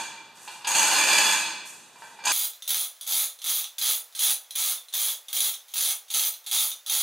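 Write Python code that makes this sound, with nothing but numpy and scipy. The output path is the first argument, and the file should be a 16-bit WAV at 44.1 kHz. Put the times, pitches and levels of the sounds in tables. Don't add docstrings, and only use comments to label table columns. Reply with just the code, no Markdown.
import sys
import numpy as np
from scipy import signal
from scipy.fft import rfft, irfft
from scipy.io import wavfile
from scipy.ndimage import uniform_filter1d, map_coordinates

SR = 44100
rng = np.random.default_rng(int(sys.argv[2]) if len(sys.argv) > 2 else 0)


def transcribe(u):
    v = np.clip(np.atleast_2d(u).T, -1, 1)
    q = np.round(v * 32767).astype(np.int16)
    wavfile.write(sys.argv[1], SR, q)


def attenuation_scalar(level_db):
    decades = np.asarray(level_db, float) / 20
    return 10 ** decades


N = 309613

SPEED_UP_S, FAST = 2.322, 4
LEAD = SR // 2
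TIME = (np.arange(N + LEAD) - LEAD) / SR

# pitch_hz, level_db
AIR_SPECTRUM = [(30, -49), (70, -24), (130, -6.5), (250, -7), (1000, -7), (2500, -8), (4000, -6.5),
                (6000, -19), (10000, -23), (15500, -29)]
# pitch_hz, t60_s
GARAGE_T60 = [(150, 1.61), (500, 0.98), (1500, 0.97), (4000, 0.88), (8000, 0.66), (14000, 0.45)]
# pitch_hz, side_over_mid_db
SIDE_WIDTH = [(60, -25), (200, -32), (700, -31), (1150, -22.5), (1350, -21), (2100, -23), (2350, -18.5),
              (4400, -9), (8120, -6.5), (15000, 2.5)]
# pitch_hz, width_hz, level_db
MIC_NOTCHES = [(2205, 95, -32), (3105, 55, -26), (4100, 50, -20), (5150, 60, -14), (5600, 40, -8),
               (6140, 60, -18)]

# peak_s, peak_db, rise_s, fall_s
CHAIN_SWINGS = [
    (.45, -54, .105, .19),
    (1.685, -49, .045, .05),
    (1.86, -66, .08, .07),
    (2.03, -63, .1, .3),
]
# pitch_hz, level_db
TINKLE_SPECTRUM = [(1500, -33), (4500, -10), (6000, 9), (8500, 8), (12000, -1), (15500, -10)]
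SWING_RISE_DB, SWING_FALL_DB = 9, 11

# pitch_hz, width_hz, level_db
COVER_MODES = [(208.9, 22.4, -17.5), (312.3, 33, -14.5), (544.4, 30, -14), (825, 47, -4), (859.4, 70, -5),
               (880.4, 18, -6.5), (997, 135, -5.5), (1114, 140, -12.5), (1200, 34, -9), (1551, 170, -8.5),
               (1651, 180, -7), (1800, 38, -13.5)]
# pitch_hz, width_hz, level_db
PAWL_MODES = [(314, 51, -25), (841, 74, -4), (904, 62, -1.5), (1010, 76, -6.5), (1555, 200, -10),
              (2370, 77, -3.5)]
# pitch_hz, width_hz, level_db
WHEEL_MODES = [(2322, 110, -1), (2564, 24, 1), (2820, 150, -3), (3123, 80, 2), (3326, 300, -10),
               (3660, 81, -39.5), (3700, 120, -7), (4264, 170, -6)]
# pitch_hz, width_hz, level_db
LINK_MODES = [(5950, 190, -7), (6490, 400, 1), (7500, 120, -11), (8200, 310, -7), (8800, 120, -5),
              (10000, 140, -9)]
# pitch_hz, level_db
COVER_THUD_SPECTRUM = [(20, -90), (50, -73.5), (130, -29), (450, -22), (750, -14), (1300, -14.5),
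                       (2000, -13.5), (3000, -38), (6000, -56)]
# pitch_hz, level_db
WHEEL_CRACK = [(500, -62), (1500, -28), (2300, 0), (3800, -8), (4800, -2.5), (5600, -13.5), (9000, -74)]
# pitch_hz, level_db
LINK_TIP_CRACK = [(2000, -47.5), (4500, -27.5), (5600, -16.5), (7000, -5), (10000, -12), (15000, -22.5)]
# pitch_hz, t60_s, level_db
BELL_MODES = [(897, .2, -15), (1515, .15, -18), (1715, .2, -18), (2361, .45, -7), (2410, .3, -15),
              (2532, .3, -13), (2566, .3, -14), (3350, .3, -15), (3423, .4, -11), (4245, .3, -13),
              (6546, .2, -16)]

# start_s, length_s, clatter_start_db, clatter_end_db, jerk_db
PULLS = [(-.62, .46, -27, -29, -15), (.67, .11, -28, -24, -13), (.83, .48, -24.5, -25.5, -24),
         (2.251, .2, -27, -26.5, -14), (2.6773, .166, -29, -28.5, -6.5), (3.0644, .174, -29, -23.5, -24),
         (3.4421, .165, -26.5, -27, -10.5), (3.8137, .15, -23, -28, -10), (4.1914, .12, -25, -22, -5),
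         (4.554, .172, -26.5, -25.5, -10.5), (4.9382, .175, -26, -27.5, -7), (5.3293, .158, -26, -25, -6),
         (5.7384, .17, -28.5, -24, -11), (6.1394, .135, -23, -26, -7.5), (6.5131, .157, -22, -27, -8),
         (6.8967, .16, -24.5, -24, -6)]
ARCH_DB, RISE_DB, RISE_S = 2.1, 6, .05
RING_DB, FRESH_RING_DB, FRESH_S = -6, 4.5, .3
RATTLE_DB, RATTLE_FOLLOWS = -26, .15

# start_s, peak_db, cover_over_peak_db, creeping_clatter_db (to the next step)
HAND_GRIPS = [(.352, -48, -9, -53), (.476, -20.5, -9, -55), (.645, -13.5, -17, -41),
              (1.957, -39.5, -2.5, -60), (2.021, -31, .5, -62), (2.189, -44, 8, -52),
              (2.237, -31, -12, -38), (2.268, -5, -11, -60), (2.6224, -25, .5, -48),
              (3.0111, -14, -12, -43), (3.3892, -34, 2, -60), (3.4176, -22, -4.5, -41),
              (3.7828, -13.5, -6, -33), (4.125, -46, 0, -54), (4.1505, -17, -6, -36),
              (4.5077, -17, -7, -48), (4.8848, -50, 17, -62), (4.9267, -30, 0, -40),
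              (5.2839, -22, -4.5, -42), (5.6835, -28, -11, -50), (6.0821, -36, -4, -50),
              (6.103, -16.5, -4, -31), (6.4423, -33, -8, -58), (6.4632, -18, -10, -35),
              (6.8628, -15.5, -8, -32)]
CREEP_SAG_DB_PER_S, CREEP_RING_DB, GRIP_TIP_DB = 30, -1, -20
# start_s, peak_db
SEATING_JERKS = [(.714, -15), (.749, -11), (.764, -12), (.777, -14), (2.238, -31), (2.668, -31),
                 (2.692, -7), (2.705, -4), (2.716, -8), (3.165, -9), (3.461, -9.5), (4.2064, -9),
                 (4.29, -9), (4.305, -6), (5.3094, -32), (5.3657, -6), (5.7643, -12), (5.7788, -9),
                 (6.1135, -20), (6.1544, -10)]
JERK_RING_DB, JERK_TIP_DB = -10.5, -1.5
# start_s, peak_db
PAWL_SETTLES = [(-.09, -21), (2.5344, -30), (2.965, -41), (3.2994, -31), (3.6421, -19), (4.445, -41),
                (4.7744, -31), (5.1444, -31), (5.5394, -21.5), (5.9494, -37), (6.34, -26), (6.7044, -26),
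                (6.7161, -20.5)]
SETTLE_RING_DB = .1


def clock(speed):
    change = round(SPEED_UP_S * SR)
    return TIME[:LEAD + change] if speed == 1 else TIME[change:]


def true_hz(speed):
    return np.fft.rfftfreq(2 ** 14, speed / SR)


def along(points, hz):
    f, v = np.transpose(points)
    return np.interp(np.log(hz + 1), np.log(f + 1), v)


def unit(x):
    return x / np.sqrt(np.mean(x ** 2) + 1e-30)


def causal(gain):
    cepstrum = irfft(np.log(gain + 1e-6))
    half = len(cepstrum) // 2
    cepstrum[1:half] *= 2
    cepstrum[half + 1:] = 0
    return irfft(np.exp(rfft(cepstrum)))


def through(x, response):
    return signal.oaconvolve(x, response)[:len(x)]


def fading(x, seconds, speed):
    return signal.lfilter([1], [1, -np.exp(-speed / seconds / SR)], x)


def contacts(per_second, spread_db, touch, speed):
    n = len(clock(speed))
    chance, size = rng.random(n), rng.exponential(size=n)
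    hits = (chance < per_second * speed / SR) * attenuation_scalar(spread_db * np.minimum(size, 3.3))
    return unit(fading(hits, touch, speed))


def gated(tables, coast_db, speed):
    time = clock(speed)
    gain = np.zeros(len(time))
    for rows in tables:
        s, db = np.transpose(rows)
        a, b = np.searchsorted(time, [s[0], s[-1] + 70 / coast_db / speed])
        coasting = np.maximum(time[a:b] - s[-1], 0)
        gain[a:b] += attenuation_scalar(np.interp(time[a:b], s, db) - coast_db * speed * coasting)
    return gain


def still_air(speed, level_db):
    colour = causal(attenuation_scalar(along(AIR_SPECTRUM, true_hz(speed))))
    air = [through(noise, colour) for noise in rng.standard_normal((2, len(clock(speed))))]
    return attenuation_scalar(level_db) * np.array(air) / np.std(air[0])


def garage(x, speed, direct_db, count=4):
    rate = SR / speed
    noise = rng.standard_normal((count, 2, int(1.6 * SR / speed)))
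    hz, t, z = signal.stft(noise, rate, nperseg=128)
    decay = attenuation_scalar(-60 * t / along(GARAGE_T60, hz)[:, None])
    tails = signal.istft(z * decay, rate, nperseg=128)[1]
    tails = tails / np.linalg.norm(tails, axis=-1, keepdims=True)
    path = np.floor(clock(speed) * speed / .09) % count
    late = np.roll(x, int(.005 * SR / speed))
    mid, side = (sum(through(late * (path == k), tails[k, c]) for k in range(count)) for c in (0, 1))
    share = np.clip(attenuation_scalar(direct_db), 0, .99)
    return np.array([share * x + np.sqrt(1 - share ** 2) * mid, side])


def loose_chain(speed):
    touches = contacts(500, spread_db=1.5, touch=.0022, speed=speed)
    touches = touches * rng.standard_normal(len(touches))
    swings = [[(s - rise, db - SWING_RISE_DB), (s, db), (s + fall, db - SWING_FALL_DB)]
              for s, db, rise, fall in CHAIN_SWINGS]
    colour = causal(attenuation_scalar(along(TINKLE_SPECTRUM, true_hz(speed))))
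    return attenuation_scalar(6.5) * through(gated(swings, coast_db=203, speed=speed) * touches, colour)


def knocks():
    jerks = SEATING_JERKS + [(row[0], row[-1]) for row in PULLS if row[0] > 0]
    return ([(s, db, db + ring_db, db + GRIP_TIP_DB) for s, db, ring_db, _ in HAND_GRIPS]
            + [(s, db, db + JERK_RING_DB, db + JERK_TIP_DB) for s, db in jerks]
            + [(s, db, db + SETTLE_RING_DB, db + GRIP_TIP_DB) for s, db in PAWL_SETTLES])


def pockets(per_second, speed):
    elapsed = np.arange(len(clock(speed))) / SR * speed
    drift = map_coordinates(rng.standard_normal(400), [elapsed * 12])
    pace = per_second * speed / SR * np.clip(1 + .3 * drift, .2, 2)
    turns = np.floor(np.cumsum(pace))
    drops = np.diff(turns, prepend=0) * attenuation_scalar(2.9 * rng.standard_normal(len(turns)))
    return unit(fading(drops, .0059, speed))


def hauling(speed):
    steps = np.sort([row[0] for row in HAND_GRIPS + PULLS])
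    creeps = []
    for s, _, _, db in HAND_GRIPS:
        end = steps[np.searchsorted(steps, s, "right")]
        creeps.append([(s, db), (end, db - CREEP_SAG_DB_PER_S * (end - s) * speed)])
    creep = gated(creeps, coast_db=300, speed=speed)
    u = np.linspace(0, 1, num=40)
    wheel, cover, links = [], [], []
    for s, length, start_db, end_db, _ in PULLS:
        since = u * length * speed
        db = start_db + (end_db - start_db) * u + ARCH_DB * np.sin(np.pi * u)
        db = db - RISE_DB * np.exp(-since / RISE_S)
        wheel.append(np.c_[s + u * length, db])
        cover.append(np.c_[s + u * length, db + RING_DB + FRESH_RING_DB * np.exp(-since / FRESH_S)])
        links.append(np.c_[s + u * length, RATTLE_DB + RATTLE_FOLLOWS * (db - RATTLE_DB)])
    return (creep + gated(wheel, coast_db=116, speed=speed),
            attenuation_scalar(CREEP_RING_DB) * creep + gated(cover, coast_db=165, speed=speed),
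            gated(links, coast_db=140, speed=speed))


def bells(force, blows, speed, flare_db):
    out = np.zeros(len(force))
    elapsed = np.arange(len(force)) / SR * speed
    for hz, t60, db in BELL_MODES:
        luck = map_coordinates(rng.standard_normal(200), [elapsed * 6])
        r, turn = attenuation_scalar(-60 * speed / t60 / SR), 2 * np.pi * hz * speed / SR
        drive = (force * attenuation_scalar(flare_db * luck) + blows) * attenuation_scalar(db) * rng.standard_normal(len(force))
        drive = drive * (turn < 3)
        out += signal.lfilter([2 * np.sin(turn) * np.sqrt(1 - r)], [1, -2 * r * np.cos(turn), r * r], drive)
    return out


def steel(modes, broad, speed, crack_db, lo=500, hi=3900):
    hz = true_hz(speed)
    power = attenuation_scalar(along(broad, hz) + crack_db) ** 2
    for centre, width, db in modes:
        power = power + attenuation_scalar(db) ** 2 / (1 + (2 * (hz - centre) / width) ** 2) ** 2
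    return causal(np.sqrt(power * len(hz) / np.sum(power[(hz > lo) & (hz < hi)])))


def hoist(speed):
    wheel, cover, links = hauling(speed)
    seating = .51 * pockets(19, speed)
    seating = seating + .7 * contacts(110, spread_db=3.0, touch=.002, speed=speed)
    seating = unit(seating + .59 * contacts(1100, spread_db=1.5, touch=.0018, speed=speed))
    clatter = wheel * seating
    steady = [clatter * attenuation_scalar(-2.5), cover * attenuation_scalar(-1.07) * seating, links * seating]

    struck = np.zeros((3, len(wheel)))
    for s, db, ring_db, tip_db in knocks():
        at = round((s - clock(speed)[0]) * SR)
        if 0 <= at < len(wheel):
            struck[:, at] = attenuation_scalar([db - 5.5, ring_db + 1.0, tip_db + 1.5])
    blows = 1.054 * (fading(struck, .0061, speed) - fading(struck, .0021, speed))
    blows += attenuation_scalar(-27) * fading(struck, .038, speed) * seating

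    wheel_part = (WHEEL_MODES, WHEEL_CRACK, 500, 3900)
    cover_part = (COVER_MODES, COVER_THUD_SPECTRUM, 500, 3900)
    pawl_part = (PAWL_MODES, COVER_THUD_SPECTRUM, 500, 3900)
    link_part = (LINK_MODES, LINK_TIP_CRACK, 5000, 14000)
    hauled = [wheel_part, cover_part, link_part]
    knocked = [wheel_part, pawl_part, link_part]
    sound = bells(.66 * clatter, .27 * blows[1], speed, flare_db=4)
    for forces, parts, crack_db in ((steady, hauled, .1), (blows, knocked, -8)):
        for force, (modes, broad, lo, hi) in zip(forces, parts):
            noise = force * rng.standard_normal(len(force))
            sound += through(noise, steel(modes, broad, speed, crack_db, lo, hi))
    tap = struck[1] * np.sqrt(.0013 * SR / speed)
    return sound + through(tap, steel(PAWL_MODES, COVER_THUD_SPECTRUM, speed, -4))


def workshop(speed, still_db):
    hz = true_hz(speed)
    still = still_air(speed, still_db)
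    mid, side = garage(hoist(speed) + loose_chain(speed), speed, direct_db=-4.5) + still
    passed = np.prod([1 - (1 - attenuation_scalar(db)) / (1 + ((hz - c) / w) ** 2) for c, w, db in MIC_NOTCHES], axis=0)
    passed *= hz ** 4 / (hz ** 4 + 88 ** 4) / (1 + (hz / 15050) ** 300)
    mid = through(mid, causal(passed))
    side = through(side, causal(passed * attenuation_scalar(along(SIDE_WIDTH, hz))))
    return (np.array([mid + side, mid - side]) * attenuation_scalar([[-.5], [.5]]))[:, LEAD:]


def scene():
    return np.hstack([workshop(1, still_db=-55), workshop(FAST, still_db=-55.5)])


def top_cut(x):
    return signal.sosfilt(signal.butter(12, 17000, fs=SR, output="sos"), x)


def record(dry):
    power = np.abs(uniform_filter1d(dry ** 2, 900))
    surge = np.maximum(power - .6 * np.roll(power, 3000, axis=1), 0)
    noise = rng.standard_normal(dry.shape) + .81 * rng.standard_normal(N)
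    rumble = signal.lfilter(*signal.butter(2, 220, fs=SR), noise)
    rumble = rumble * (surge ** 1.44 * attenuation_scalar(7.5) + attenuation_scalar(-85))
    band = signal.ellip(10, .1, 60, 15750, fs=SR, output="sos")
    kept = signal.sosfilt(band, dry + rumble)
    return top_cut(kept)


dry = scene()
out = record(dry)
transcribe(out)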